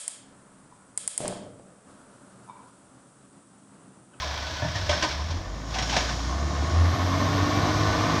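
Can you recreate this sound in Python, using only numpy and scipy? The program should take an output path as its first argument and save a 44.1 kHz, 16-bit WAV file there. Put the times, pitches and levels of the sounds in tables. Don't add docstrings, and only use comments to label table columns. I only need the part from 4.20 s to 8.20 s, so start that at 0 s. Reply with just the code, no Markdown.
import sys
import numpy as np
from scipy import signal
from scipy.fft import rfft, irfft, next_fast_len
from scipy.io import wavfile
from scipy.ndimage import map_coordinates

SR = 44100
rng = np.random.default_rng(int(sys.argv[2]) if len(sys.argv) > 2 else 0)


def transcribe(signal):
    frames = np.atleast_2d(signal).T
    limited = np.clip(frames, -1, 1)
    pcm = np.round(limited * 32767).astype(np.int16)
    wavfile.write(sys.argv[1], SR, pcm)


N = 176400
T = np.arange(N) / SR

# time in seconds, firings per second.
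FIRING_RATE = [(0, 34.6), (.294, 36.3), (.648, 41.6), (.93, 34), (1.1, 41), (1.2, 43.8), (1.46, 55),
               (1.83, 59), (2.05, 59), (2.18, 70), (2.28, 73.4), (2.38, 71.7), (2.59, 83.4), (3.05, 95),
               (3.47, 100.3), (3.77, 103.3), (4, 103)]
CYLINDER_DB = [-2, -1.2, -1.2, -4, -1.2, 1.7]
# time in seconds, level in dB.
FIRST_ORDER_LEVEL = [(0, -55), (1.05, -53), (1.2, -34), (1.23, -53), (1.28, -32.5), (1.43, -37.5),
                     (1.58, -32.5), (1.92, -32), (2.27, -26), (2.33, -36.5), (2.41, -22.5), (2.5, -31.5),
                     (2.55, -20.5), (2.62, -16), (2.74, -26.5), (2.77, -41), (2.83, -25), (3.93, -32.5),
                     (4, -29)]
SECOND_ORDER_LEVEL = [(0, -35), (.25, -38), (.38, -42), (.6, -37), (.8, -36), (.92, -42), (.99, -28.5),
                      (1.17, -28), (1.21, -41), (2.2, -46), (4, -43)]
# multiple of the firing rate, level in dB relative to the roar.
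HALF_ORDERS = [(.5, -18), (1.5, -11.5), (2.5, -12.5), (3.5, -15.5), (4.5, -16)]
# multiple of the firing rate, level in dB relative to the knock.
GEAR_ORDERS = [(11.3, -9.5), (14.6, -16.5), (23.5, -20.5)]
# time in seconds, frequency in Hz, level in dB.
TURBO_WHISTLE = [(2.53, 10705, -70), (2.708, 11460, -60.5), (3.086, 12040, -60.5), (3.9, 11900, -63)]
# time in seconds, level in dB.
ROAR_LEVEL = [(0, -46), (1.0, -42), (1.4, -39.5), (2.0, -37), (3.3, -29), (4.0, -30)]
KNOCK_LEVEL = [(0, -40.5), (.4, -45.5), (1.0, -43), (1.35, -44), (1.7, -41.5), (2.0, -39.3), (2.78, -31.5),
               (4.0, -28)]
RUSH_LEVEL = [(0, -62), (1.4, -50.5), (2.05, -38.5), (2.206, -43), (2.95, -36.5), (3.624, -34)]
SIZZLE_LEVEL = [(.6, -73), (1.0, -57), (1.4, -53.5), (1.7, -42), (2.1, -48.5), (2.5, -47), (2.9, -59)]
VALVE_LEVEL = [(0, -34.5), (.1, -36.5), (.4, -36.5), (.52, -37.5), (.66, -36), (.9, -35), (1.0, -41),
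               (1.15, -42.5), (1.25, -51), (1.45, -56), (1.55, -37), (1.67, -37.5), (1.82, -32), (2.0, -45),
               (2.3, -81.5)]
# frequency in Hz, relative gain in dB.
ROAR_SPECTRUM = [(25, -30), (50, -6.5), (90, 8.5), (125, -1), (160, 3), (215, -6.5), (280, 0), (340, -3.5),
                 (400, -12.5), (460, -8), (750, -11), (2000, -51), (12000, -51)]
KNOCK_SPECTRUM = [(200, -26), (450, -5.5), (900, -2), (2400, -4), (4000, 7.5), (8000, -28), (12000, -46)]
RUSH_SPECTRUM = [(500, -3), (1500, -2), (2500, -8.5), (3300, -2.5), (4400, -3.5), (5700, -2.5),
                 (6500, -7.5), (7300, -17), (9300, -26), (10400, -36), (11300, -28), (12300, -35),
                 (13700, -78), (15500, -64)]
SIZZLE_SPECTRUM = [(3500, -38), (5000, 5), (5450, 7), (6100, 0.5), (6800, 5), (7300, -2.5), (7600, -15),
                   (8600, -11), (10300, -25), (11500, -24), (13500, -31)]
VALVE_SPECTRUM = [(200, -8.5), (480, -7), (800, 0.5), (1700, 2.5), (2850, -1.5), (3300, 4), (4000, 1),
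                  (5700, 1), (7200, -13), (9500, -29), (10400, -32), (11500, -27), (14000, -37)]
CRASH_SPECTRUM = [(150, 5.5), (330, 2.5), (470, -5), (650, 6.5), (1000, -1.5), (1350, -3), (1700, -0.5),
                  (2900, 1), (3600, 2), (4800, -0.5), (5500, 0), (6400, -5), (7500, -16), (10300, -31.5),
                  (11500, -43), (14000, -58)]
# frequency in Hz, bandwidth in Hz, relative gain in dB.
BLOCK_RESONANCES = [(428, 58, -13), (612, 69, 0.5), (723, 111, -1.5), (1086, 111, 0.5), (1243, 150, -6),
                    (1475, 140, -8.5), (1795, 80, -5.5), (2170, 290, -12.5)]
FLOW_RESONANCES = [(622, 97, -4), (999, 49, -4.5), (1501, 18, -1.5), (1690, 35, -4.5), (2293, 53, -15)]
# start in seconds, level in dB, T60 of the crash in seconds,
# ring level in dB relative to the crash, frequency of the struck part in Hz.
ARM_BLOWS = [(.02, -42, .1, 11, 1015), (.553, -28.5, .18, -2, 1875), (.692, -20.5, 0.1, -0.5, 587),
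             (.709, -26, 0.2, -4, 1070), (.727, -32.5, 0.72, 5.5, 1538), (.823, -21.5, 0.18, -2, 1530),
             (.837, -32, 0.25, 8, 1010), (.905, -32.5, 0.22, -2, 2260), (.996, -42, 0.16, 9.5, 1000),
             (1.104, -30, 0.081, -6.5, 907), (1.541, -28, 0.13, -13, 2580), (1.556, -38, 0.097, 10, 742),
             (1.584, -22.5, 0.12, -10, 2010), (1.623, -25, 0.078, -5.5, 5620), (1.692, -29, 0.57, -6, 3050),
             (1.724, -29.5, 0.46, 1, 811), (1.737, -38.5, .1, 12.5, 758), (1.764, -17, 0.097, -8.5, 724.5),
             (1.785, -40, .27, 11, 5530), (1.89, -32, .22, 0.5, 1510)]
# start in seconds, thump level in dB, thump frequency in Hz,
# level of the walls' ring in dB.
BIN_BUMPS = [(.421, -22.5, 112, -22.5), (.446, -28, 158, -23), (.554, -22, 93, -35), (0.626, -19, 86, -40),
             (0.831, -30, 312, -28)]
# frequency in Hz, relative level in dB, T60 in seconds.
FRAME_MODES = [(316.6, -7.5, 0.13), (551, -7, 0.27), (590, 1.5, 0.15), (717.5, 1, 0.19), (922, -2.5, 0.19),
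               (1036.5, 8.5, 0.07), (1230, -9, .29), (1541, 2.5, 0.11), (1742, -4.5, 0.27),
               (2070, -5, 0.21), (2290, 1, 0.15), (3320, -2, 0.1), (3970, -7, 0.13), (5350, -1, .45),
               (5760, -11, 0.22)]
BIN_MODES = [(161, -11, 0.075), (272, -3.5, 0.09), (615, 4, 0.082), (682, -2, 0.099), (946, -6, 0.14),
             (1457, -14, 0.17), (1740, -4, 0.1)]


def exhaust(firing_hz, cycle):
    pipe_hz, half_width_hz, pipe_db = 293.3, 20.6, -3.5
    first = amp(curve(FIRST_ORDER_LEVEL)) * order_tone(cycle, order=1, rough=0.027)
    second = amp(curve(SECOND_ORDER_LEVEL)) * order_tone(cycle, order=2, rough=0.2)
    pipe_gain = amp(pipe_db) / np.hypot(1, (3 * firing_hz - pipe_hz) / half_width_hz)
    third = pipe_gain * order_tone(cycle, order=3, rough=0.25)
    halves = sum(amp(db) * order_tone(cycle, order, rough=0.94) for order, db in HALF_ORDERS)
    puffs = coloured(noise() * firing_gate(cycle, decay_periods=0.4, bed=0.92), ROAR_SPECTRUM)
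    return first + second + amp(curve(ROAR_LEVEL)) * (third + halves + puffs)


def knock(cycle):
    rap_t60, raps_db = 0.03, -7
    firings = np.flatnonzero(np.diff(cycle.astype(int)))
    raps, t = np.zeros(N), T[:SR // 20]
    for k, db in enumerate(CYLINDER_DB):
        impulses = amp(db) * np.bincount(firings[k::len(CYLINDER_DB)], minlength=N)
        rap = rng.standard_normal(len(t)) * np.exp(-np.log(1000) * t / rap_t60)
        raps += signal.fftconvolve(impulses, rap)[:N]
    clatter = noise() * firing_gate(cycle, decay_periods=0.7, bed=0.78)
    block = resonate(clatter + amp(raps_db) * unit(raps), BLOCK_RESONANCES)
    return amp(curve(KNOCK_LEVEL) + 0.57 * wobble(14)) * coloured(block, KNOCK_SPECTRUM)


def steel_arm():
    fall_db_per_octave, part_t60 = 2, 0.12
    crash_power, ring = np.zeros(N), np.zeros(N)
    for start, db, t60, ring_db, part_hz in ARM_BLOWS:
        crash_power += (amp(db) * blow(start, attack=0.0022, t60=t60)) ** 2
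        frame_modes = [(hz, level - fall_db_per_octave * abs(np.log2(hz / part_hz)), mode_t60)
                       for hz, level, mode_t60 in FRAME_MODES]
        part_modes = [(part_hz, 0, part_t60), (1.22 * part_hz, -9.5, part_t60)]
        clonk = strike(start, part_modes, attack=0.0025)
        ring += amp(db + ring_db) * (strike(start, frame_modes, attack=0.0049) + clonk)
    chatter = unit(amp(0.5 * wobble(270)))
    return np.sqrt(crash_power) * coloured(noise() * chatter, CRASH_SPECTRUM) + ring


def plastic_bin():
    rise_s = 0.0097
    out = np.zeros(N)
    for start, db, hz, wall_db in BIN_BUMPS:
        age = np.maximum(T - start, 0) / rise_s
        thump = amp(db) * age * np.exp(1 - age) * np.sin(2 * np.pi * hz * (T - start))
        out += thump + amp(wall_db) * strike(start, BIN_MODES, attack=0.0024)
    return out


def hydraulics():
    tick_hz, tick_db, decay_periods, ring_db = 26, -4, 0.16, -4
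    ring = resonate(noise() * amp(3.1 * wobble(150)), FLOW_RESONANCES)
    tick_count = np.cumsum(tick_hz * amp(3.5 * wobble(tick_hz))) / SR
    ticks = unit(1 + amp(tick_db) * np.exp(-(tick_count % 1) / decay_periods))
    hiss = coloured(noise(), VALVE_SPECTRUM)
    return amp(curve(VALVE_LEVEL)) * ticks * (hiss + amp(ring_db) * ring)


def gears(cycle):
    start_s, rise_s = 2.5, 0.79
    load = amp(curve(KNOCK_LEVEL)) * np.clip((T - start_s) / rise_s, 0, 1)
    return load * sum(amp(db) * order_tone(cycle, order, rough=0.5) for order, db in GEAR_ORDERS)


def fan_and_intake(cycle):
    flow = noise() * firing_gate(cycle, decay_periods=0.3, bed=8.4)
    rush = amp(curve(RUSH_LEVEL)) * coloured(flow, RUSH_SPECTRUM)
    sizzle = amp(curve(SIZZLE_LEVEL)) * coloured(noise(), SIZZLE_SPECTRUM)
    return rush + sizzle


def turbo():
    jitter_hz, spread_hz, breath_db, fade_s = 70, 360, -5, 0.11
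    phase = 2 * np.pi * np.cumsum(curve(TURBO_WHISTLE) + jitter_hz * wobble(500)) / SR
    breath = unit(wobble(2 * spread_hz) * np.sin(phase - 2 * np.pi * spread_hz * T + wobble(300)))
    tone = amp(1.795 * wobble(60)) * np.sin(phase + 0.9 * wobble(350))
    fade_in = np.clip((T - TURBO_WHISTLE[0][0]) / fade_s + 1, 0, 1)
    return fade_in * amp(curve(TURBO_WHISTLE, column=2)) * (tone + amp(breath_db) * breath)


def squeak():
    start_s, length_s, top_hz, fall_hz, level_db = 2.075, 0.07, 6850, 1550, -44
    progress = np.clip((T - start_s) / length_s, 0, 1)
    phase = 2 * np.pi * np.cumsum(top_hz - fall_hz * progress) / SR
    envelope = np.sqrt(abs(np.sin(np.pi * progress)))
    return amp(level_db) * envelope * np.sin(phase + 1.22 * wobble(560))


def street(x):
    tail = coloured(noise(), [(100, -3), (400, -6.5), (5000, -22.5), (12000, -4.5)])
    tail *= blow(start=0.033, attack=0.0046, t60=0.29)
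    return signal.fftconvolve(x, tail / np.linalg.norm(tail))[:N]


def firing_gate(cycle, decay_periods, bed):
    strength = amp(np.array(CYLINDER_DB)[cycle.astype(int) % len(CYLINDER_DB)])
    return unit(bed + strength * np.exp(-(cycle % 1) / decay_periods))


def order_tone(cycle, order, rough):
    return np.sqrt(2) * (1 + rough * wobble(35)) * np.sin(2 * np.pi * order * cycle + rough * wobble(25))


def strike(start, modes, attack):
    scatter_db, jangle_rad, steps_per_s = 2.14, 0.68, 108
    t, out = T[:SR // 2], np.zeros(N + SR)
    hz, db, t60 = np.transpose(modes)[:, :, None]
    size = amp(db + scatter_db * rng.standard_normal(hz.shape))
    walks = np.cumsum(rng.standard_normal((len(hz), 400)), axis=1)
    wander = np.array([map_coordinates(walk, [t * steps_per_s], mode="nearest") for walk in walks])
    drift = jangle_rad * np.sqrt(hz / 1000) * wander
    envelopes = size / np.linalg.norm(size) * np.exp(-np.log(1000) * t / t60)
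    ring = (envelopes * np.sin(2 * np.pi * hz * t + drift)).sum(0)
    out[round(start * SR):][:len(t)] = np.sqrt(2) * ring * (1 - np.exp(-t / attack))
    return out[:N]


def blow(start, attack, t60):
    t = np.maximum(T - start, 0)
    return (1 - np.exp(-t / attack)) * np.exp(-np.log(1000) * t / t60)


def resonate(x, resonances):
    def response(f):
        return sum((-1) ** k * amp(db) * 1j * f * width / (hz * hz - f * f + 1j * f * width)
                   for k, (hz, width, db) in enumerate(resonances))
    return unit(filtered(x, response))


def coloured(x, points):
    hz, db = np.transpose(sorted(points))
    return unit(filtered(x, lambda f: amp(np.interp(np.log(f + 1), np.log(hz + 1), db))))


def filtered(x, response):
    size = next_fast_len(N + SR // 2)
    return irfft(rfft(x, size) * response(np.fft.rfftfreq(size, 1 / SR)), size)[:N]


def curve(rows, column=1):
    rows = np.array(rows)
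    return np.interp(T, rows[:, 0], rows[:, column])


def wobble(rate):
    return map_coordinates(rng.standard_normal(8000), [T * rate], mode="wrap")


def noise():
    return rng.standard_normal(N)


def amp(db):
    return 10 ** (np.asarray(db) / 20)


def unit(x):
    return x / np.sqrt(np.mean(x ** 2) + 1e-20)


def scene():
    street_db = -8
    firing_hz = curve(FIRING_RATE)
    cycle = np.cumsum(firing_hz) / SR
    hard = knock(cycle) + gears(cycle) + steel_arm() + plastic_bin() + squeak()
    flow = exhaust(firing_hz, cycle) + fan_and_intake(cycle) + turbo() + hydraulics()
    return (flow + hard + amp(street_db) * street(hard))[None]


def record(dry):
    low_hz, top_hz = 33, 15750
    return filtered(dry[0], lambda f: (f < top_hz) * (1 - 1 / (1 + (f / low_hz) ** 6)))[None]


dry = scene()
out = record(dry)
transcribe(out)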